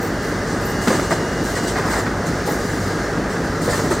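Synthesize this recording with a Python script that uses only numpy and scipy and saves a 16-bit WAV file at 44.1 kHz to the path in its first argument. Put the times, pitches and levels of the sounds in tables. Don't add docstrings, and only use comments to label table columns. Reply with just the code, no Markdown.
import sys
import numpy as np
from scipy import signal
from scipy.fft import rfft, irfft, next_fast_len
from scipy.io import wavfile
from scipy.ndimage import uniform_filter1d, map_coordinates

SR = 44100
rng = np.random.default_rng(int(sys.argv[2]) if len(sys.argv) > 2 else 0)


def store_wav(level_fs):
    pcm = np.round(np.clip(np.atleast_2d(level_fs), -1, 1) * 32767)
    wavfile.write(sys.argv[1], SR, pcm.T.astype(np.int16))


N = 176400


def amp(db):
    return 10 ** (np.asarray(db) / 20)


def unit(x):
    return x / np.sqrt(np.mean(x ** 2) + 1e-20)


def along(points, hz):
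    point_hz, values = np.transpose(points)
    return np.interp(np.log(hz + 1), np.log(point_hz + 1), values)


def clock():
    return np.arange(N) / SR


def curve(rows):
    return np.interp(clock(), *np.transpose(rows))


def wobble(rate_hz):
    knots = rng.standard_normal(int(N * rate_hz / SR) + 4)
    return map_coordinates(knots, [np.arange(N) * rate_hz / SR])


def envelope(start_s, rise_s, hold_s, t60_s):
    t = clock() - start_s
    return np.clip(t / rise_s, 0, 1) * amp(-60 * np.maximum(t - hold_s, 0) / t60_s)


def filtered(x, response):
    size = next_fast_len(N + SR // 2)
    return irfft(rfft(x, size) * response(np.fft.rfftfreq(size, 1 / SR)), size)[..., :N]


# frequency in Hz, side over mid in dB.
WIDTH = [(60, -48), (170, -67), (380, -52), (700, -40), (1300, -72), (1750, -63), (2050, -32),
         (2400, -11.5), (3200, -8.5), (4050, -6), (4800, -20.5), (6000, -16), (7200, -6), (8150, -4),
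         (8800, -4), (9600, 4), (11000, 6), (12700, 10.5), (16000, 9.5)]
def stereo(pair, spectrum, wider_db=0):
    def response(hz):
        angle = np.arctan(amp(along(WIDTH, hz) + wider_db))
        return amp(along(spectrum, hz)) * np.array([np.cos(angle), np.sin(angle)])
    mid, side = filtered(pair, response)
    return unit(np.array([mid + side, mid - side]))


def rush(spectrum, patchy_db, wider_db=0):
    bins = signal.stft(rng.standard_normal((2, N)), nperseg=512)[2]
    patches = uniform_filter1d(rng.standard_normal(bins.shape[1:]), size=3, axis=0)
    patches = uniform_filter1d(patches, size=6, axis=1)
    noise = signal.istft(bins * amp(patchy_db * unit(patches)), nperseg=512)[1][:, :N]
    return stereo(noise, spectrum, wider_db)


def echoes(x, t60s):
    hz, t, bins = signal.stft(rng.standard_normal(SR), SR, nperseg=256)
    decay = amp(-60 * t / along(t60s, hz)[:, None])
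    tail = signal.istft(bins * decay, SR, nperseg=256)[1]
    return signal.fftconvolve(x, tail[None] / np.linalg.norm(tail), axes=1)[:, :N]


# frequency in Hz, relative density in dB.
RUMBLE_SPECTRUM = [(20, -30), (38, -22), (54, -9), (72, -21), (105, -5), (180, -3.5), (280, -2),
                   (460, -4.5), (650, -11.5), (1000, -17), (1250, -15.5), (1750, -13), (2100, -21.5),
                   (2600, -36.5), (5000, -66)]
# time into the turn in seconds, pitch in Hz, peak level in dB.
KNOCKS = [(.0005, 203, -16.5), (.024, 417, -21), (.034, 400, -22.5), (.050, 190, -27), (.063, 347, -23.5),
          (.079, 151, -24.5), (.088, 240, -18.5), (.097, 170, -17), (.102, 420, -22.5), (.126, 209, -21.5),
          (.135, 323, -18), (.145, 171, -19), (.16, 159, -22.5), (.186, 98, -23)]
def rollers():
    turn_s, rumble_db = .220867, -26.5
    rise_s, t60_s = .0014, .031
    scatter_db, slip_s, detune_ratio = 1.9, .00033, .009
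    size = round(turn_s * SR)
    one_turn = irfft(np.exp(2j * np.pi * rng.random((2, size // 2 + 1))), size)
    surface = one_turn[:, np.arange(N) % size]
    knocks, t = np.zeros(N + SR), np.arange(size) / SR
    shape = amp(-60 * t / t60_s) * (1 - np.exp(-t / rise_s))
    for turn_start_s in np.arange(0, N / SR, turn_s):
        for offset_s, hz, db in KNOCKS:
            strength, slip, detune = rng.standard_normal(3)
            ring = shape * np.sin(2 * np.pi * hz * (1 + detune_ratio * detune) * t)
            onset = round(abs(turn_start_s + offset_s + slip_s * slip) * SR)
            knocks[onset:][:size] += amp(db + scatter_db * strength) * ring / np.abs(ring).max()
    return knocks[:N] + amp(rumble_db) * stereo(surface, RUMBLE_SPECTRUM)


def tone(hz, rms_db, waver_db):
    peak = np.sqrt(2) * amp(rms_db + waver_db * wobble(4.99))
    phase = 2 * np.pi * (hz * clock() + rng.random())
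    drift_rad = .47 * wobble(6.06)
    return peak * np.sin(phase + drift_rad)


# frequency in Hz, rms level in dB.
HUM_TONES = [(49.8, -41), (54.2, -40.5), (99.5, -35), (154, -43), (167.5, -36), (257.5, -44.5),
             (452.8, -40), (584, -43.5), (695.8, -46), (815, -47), (1192.8, -50), (1222.5, -43),
             (1283, -48.5), (1630.5, -44.5), (2036, -49.5), (4495, -60)]
def hum():
    return sum(tone(hz, db, waver_db=2.5) for hz, db in HUM_TONES)


# time in seconds, rms level in dB.
WHINE_LEVEL = [(0, -59), (.12, -57), (.19, -47), (.29, -52), (.4, -62), (.6, -55), (.69, -45), (.84, -43.5),
               (.9, -47), (1.13, -45), (1.25, -44), (1.4, -43.5), (1.47, -52), (1.56, -44), (1.68, -43.5),
               (1.74, -59), (2.7, -53), (3.3, -62), (4, -57)]
def whine():
    return tone(hz=2855.3, rms_db=curve(WHINE_LEVEL), waver_db=1.5)


# frequency in Hz, relative density in dB.
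WASH_SPECTRUM = [(15, -25), (27, -11), (40, -5), (55, -1), (85, -2), (200, -0.5), (420, -3), (700, -5),
                 (1050, -8.5), (1650, -6), (2050, -11), (2300, -20.5), (2650, -21.5), (3500, -25),
                 (6000, -42)]
def hall_wash():
    level_db = -26 + .17 * wobble(12)
    return amp(level_db) * rush(WASH_SPECTRUM, patchy_db=1.5)


# frequency in Hz, relative density in dB.
HISS_SPECTRUM = [(1500, -43), (2600, -12.5), (3300, -8.5), (4200, 0), (5500, 0.5), (6500, -1), (7200, -3),
                 (8100, -5.5), (9100, -10), (9700, -6.5), (10400, -10), (11000, -9), (12500, -10),
                 (14800, -9.5), (16000, -14)]
# time in seconds, rms level in dB.
HISS_LEVEL = [(0, -38), (.55, -36), (1.3, -35.5), (1.8, -35.5), (2.2, -38), (2.35, -37), (2.8, -36.5),
              (3.05, -36.5), (3.24, -39), (3.4, -38), (4, -34)]
def line_hiss():
    level_db = curve(HISS_LEVEL) + .6 * wobble(9.1)
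    return amp(level_db) * rush(HISS_SPECTRUM, patchy_db=1.24)


# frequency in Hz, relative density in dB.
SPURT_BODY_SPECTRUM = [(1500, -35), (2600, -6.5), (4200, -0.5), (5600, -2), (7200, 3), (8200, 1.5),
                       (9500, -10), (11000, -5), (16000, -35)]
SPURT_TOP_SPECTRUM = [(5000, -40), (8500, -9), (9700, 0), (10400, -10), (11000, -4.5), (11700, -3.5),
                      (12700, 1), (14000, -2), (16000, -5)]
# start in seconds, hold in seconds, body level in dB, top level in dB.
SPURTS = [(.01, 0.057, -43, -43), (.21, 0.083, -51, -40), (.46, 0.077, -39.5, -50),
          (0.602, 0.12, -43, -39.5), (0.807, 0.052, -34, -35), (0.867, 0.1, -30.5, -34.5),
          (.98, 0.082, -37, -39.5), (1.095, 0.038, -30.5, -36), (1.43, 0.1, -37.5, -35.5),
          (1.543, 0.037, -31, -40), (1.62, .04, -36, -37), (1.668, 0.018, -27.5, -36),
          (1.76, 0.027, -37.5, -50), (1.85, 0.046, -38, -40), (1.894, 0.1, -31, -34.5),
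          (2.253, 0.024, -35, -37), (2.453, 0.023, -33, -31), (2.499, 0.047, -38, -35),
          (2.58, 0.31, -41.5, -41), (3.292, 0.04, -39, -44), (3.43, 0.032, -47, -46),
          (3.607, 0.074, -34, -34.5), (3.69, 0.084, -29.5, -33.5), (3.78, 0.084, -39, -39),
          (3.897, 0.026, -29.5, -33)]
def spurts():
    shapes = np.array([envelope(start_s, rise_s=.014, hold_s=hold_s, t60_s=.27)
                       for start_s, hold_s, _, _ in SPURTS])
    gains = amp(np.array(SPURTS)[:, 2:].T)
    body_gain, top_gain = np.sqrt(gains ** 2 @ shapes ** 2)
    body = body_gain * rush(SPURT_BODY_SPECTRUM, patchy_db=2.5, wider_db=2.5)
    return body + top_gain * rush(SPURT_TOP_SPECTRUM, patchy_db=0)


# start and length in seconds, first and last pitch in Hz, level in dB.
SQUEAKS = [(.010, .009, 14200, 12500, -37), (.026, .011, 14200, 15800, -30),
           (.038, .013, 14400, 12800, -37), (.066, .016, 15400, 13200, -37),
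           (0.65, .012, 13650, 14250, -32), (.658, .015, 14300, 12500, -33),
           (.688, .026, 13550, 13350, -35), (2.486, .023, 15600, 13900, -35),
           (2.516, .011, 14200, 13600, -32)]
def squeaks():
    rough_rad, rough_hz, left_lag_rad = .95, 1300, 2.3
    echo_db, echo_t60_s = -4, .19
    chirps, t = np.zeros(N, complex), clock()
    for start_s, length_s, first_hz, last_hz, db in SQUEAKS:
        hz = np.interp(t, [start_s, start_s + length_s], [first_hz, last_hz])
        phase = 2 * np.pi * np.cumsum(hz) / SR
        progress = np.clip((t - start_s) / length_s, 0, 1)
        swell = np.sqrt(np.abs(np.sin(np.pi * progress)))
        chirps += np.sqrt(2) * amp(db) * swell * np.exp(1j * phase)
    chirps *= np.exp(1j * rough_rad * wobble(rough_hz))
    direct = np.real([chirps * np.exp(-1j * left_lag_rad), chirps])
    tails = np.vstack([echoes(channel[None], [(0, echo_t60_s)]) for channel in direct])
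    return direct + amp(echo_db) * tails


# frequency in Hz, relative density in dB.
CLACK_SPECTRUM = [(150, -43), (450, -18), (700, 3), (1000, 2), (1350, 0), (1900, -1), (2400, -12),
                  (3000, -22), (4500, -18.5), (8000, -34), (16000, -21)]
THUD_SPECTRUM = [(30, -26), (100, 1), (180, 1), (260, 4), (350, 5), (620, -2.5), (950, -32), (2500, -70)]
# start, rise and hold in seconds, clack and thud levels in dB.
RATTLES = [(0.873, .0005, 0.016, -21.5, -18), (.902, 0.0037, 0.013, -20, -20),
           (0.923, 0.0054, 0.037, -25, -23), (.973, 0.0054, 0.018, -37, -22.5),
           (1.101, 0.01, 0.028, -19.5, -26), (1.55, .015, 0.037, -29, -37), (1.745, 0.014, .052, -22, -28),
           (1.815, 0.025, 0.11, -27, -40), (1.928, 0.0062, 0.019, -21, -46), (1.95, .01, 0.059, -25.5, -30),
           (2.055, 0.0076, 0.025, -25, -51), (2.474, 0.0037, 0.021, -30, -27),
           (3.665, 0.015, 0.038, -24.5, -25), (3.722, 0.011, 0.026, -23.5, -31),
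           (3.775, .008, 0.03, -27.5, -28), (3.843, 0.004, 0.035, -32, -25), (3.904, .008, 0.025, -21, -21)]
def clatter():
    contacts_per_s = 3500
    shapes = np.array([envelope(start_s, rise_s, hold_s, t60_s=.05)
                       for start_s, rise_s, hold_s, _, _ in RATTLES])
    gains = amp(np.array(RATTLES)[:, 3:].T)
    clack_gain, thud_gain = np.sqrt(gains ** 2 @ shapes ** 2)
    clicks = (rng.random(N) < contacts_per_s / SR) * rng.choice([-1, 1], (2, N))
    contacts = unit(clicks) + .5 * rng.standard_normal((2, N))
    clack = clack_gain * stereo(contacts, CLACK_SPECTRUM, wider_db=5)
    return clack + thud_gain * stereo(contacts, THUD_SPECTRUM)


# start in seconds, pitch in Hz, hold in seconds, level in dB.
TAPS = [(0.873, 210, 0.014, -15), (0.9, 521, .012, -18.5), (1.112, 339, .015, -19.5),
        (1.113, 631, .01, -19), (1.555, 1920, .006, -23), (1.937, 832, .006, -23),
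        (2.472, 820, 0.013, -20.5), (2.478, 461.3, 0.014, -19.5), (3.545, 1352, .015, -25),
        (3.672, 475, 0.015, -16.5), (3.724, 1800, .008, -22), (3.908, 335, .015, -18)]
def taps():
    rings = np.zeros(N)
    for start_s, hz, hold_s, db in TAPS:
        shape = envelope(start_s, rise_s=.0083, hold_s=hold_s, t60_s=.12)
        drift_rad = .52 * wobble(120)
        rings += amp(db) * shape * np.sin(2 * np.pi * hz * clock() + drift_rad)
    return rings


# frequency in Hz, relative density in dB.
SNAP_SPECTRUM = [(1500, -15), (2600, 0), (4500, 0), (7000, -7), (10000, -7), (14000, -9), (16000, -12)]
# start in seconds, clack level in dB, snap level in dB.
BLOWS = [(0.8738, -11.5, -23.5), (0.8818, -20, -20), (0.9032, -16, -38), (0.997, -13, -40)]
def blows():
    shapes = np.array([envelope(start_s, rise_s=.00044, hold_s=.0012, t60_s=.019)
                       for start_s, _, _ in BLOWS])
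    clack_gain, snap_gain = amp(np.array(BLOWS)[:, 1:].T) @ shapes
    clack = clack_gain * stereo(rng.standard_normal((2, N)), CLACK_SPECTRUM)
    return clack + snap_gain * stereo(rng.standard_normal((2, N)), SNAP_SPECTRUM)


# frequency in Hz, T60 in seconds.
HALL_T60 = [(100, 0.97), (1000, 0.87), (5000, 0.84), (16000, 0.37)]
def scene():
    echo_db = -9.5
    steady = rollers() + hum() + whine() + hall_wash() + line_hiss()
    impacts = clatter() + blows()
    return steady + spurts() + squeaks() + taps() + impacts + amp(echo_db) * echoes(impacts, HALL_T60)


# frequency in Hz, left over right in dB.
BALANCE = [(2000, 0), (2700, 1.5), (3500, 0), (7000, 0), (8400, 0.5), (9300, 3.5), (10200, -1.3),
           (16000, 0.5)]
def record(dry):
    low_hz, top_hz = 14, 15850
    def response(hz):
        balance = amp(along(BALANCE, hz) * np.array([[.5], [-.5]]))
        high_pass = hz ** 2 / np.hypot(hz ** 2, low_hz ** 2)
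        return balance * high_pass * (hz < top_hz)
    return filtered(dry, response)


dry = scene()
out = record(dry)
store_wav(out)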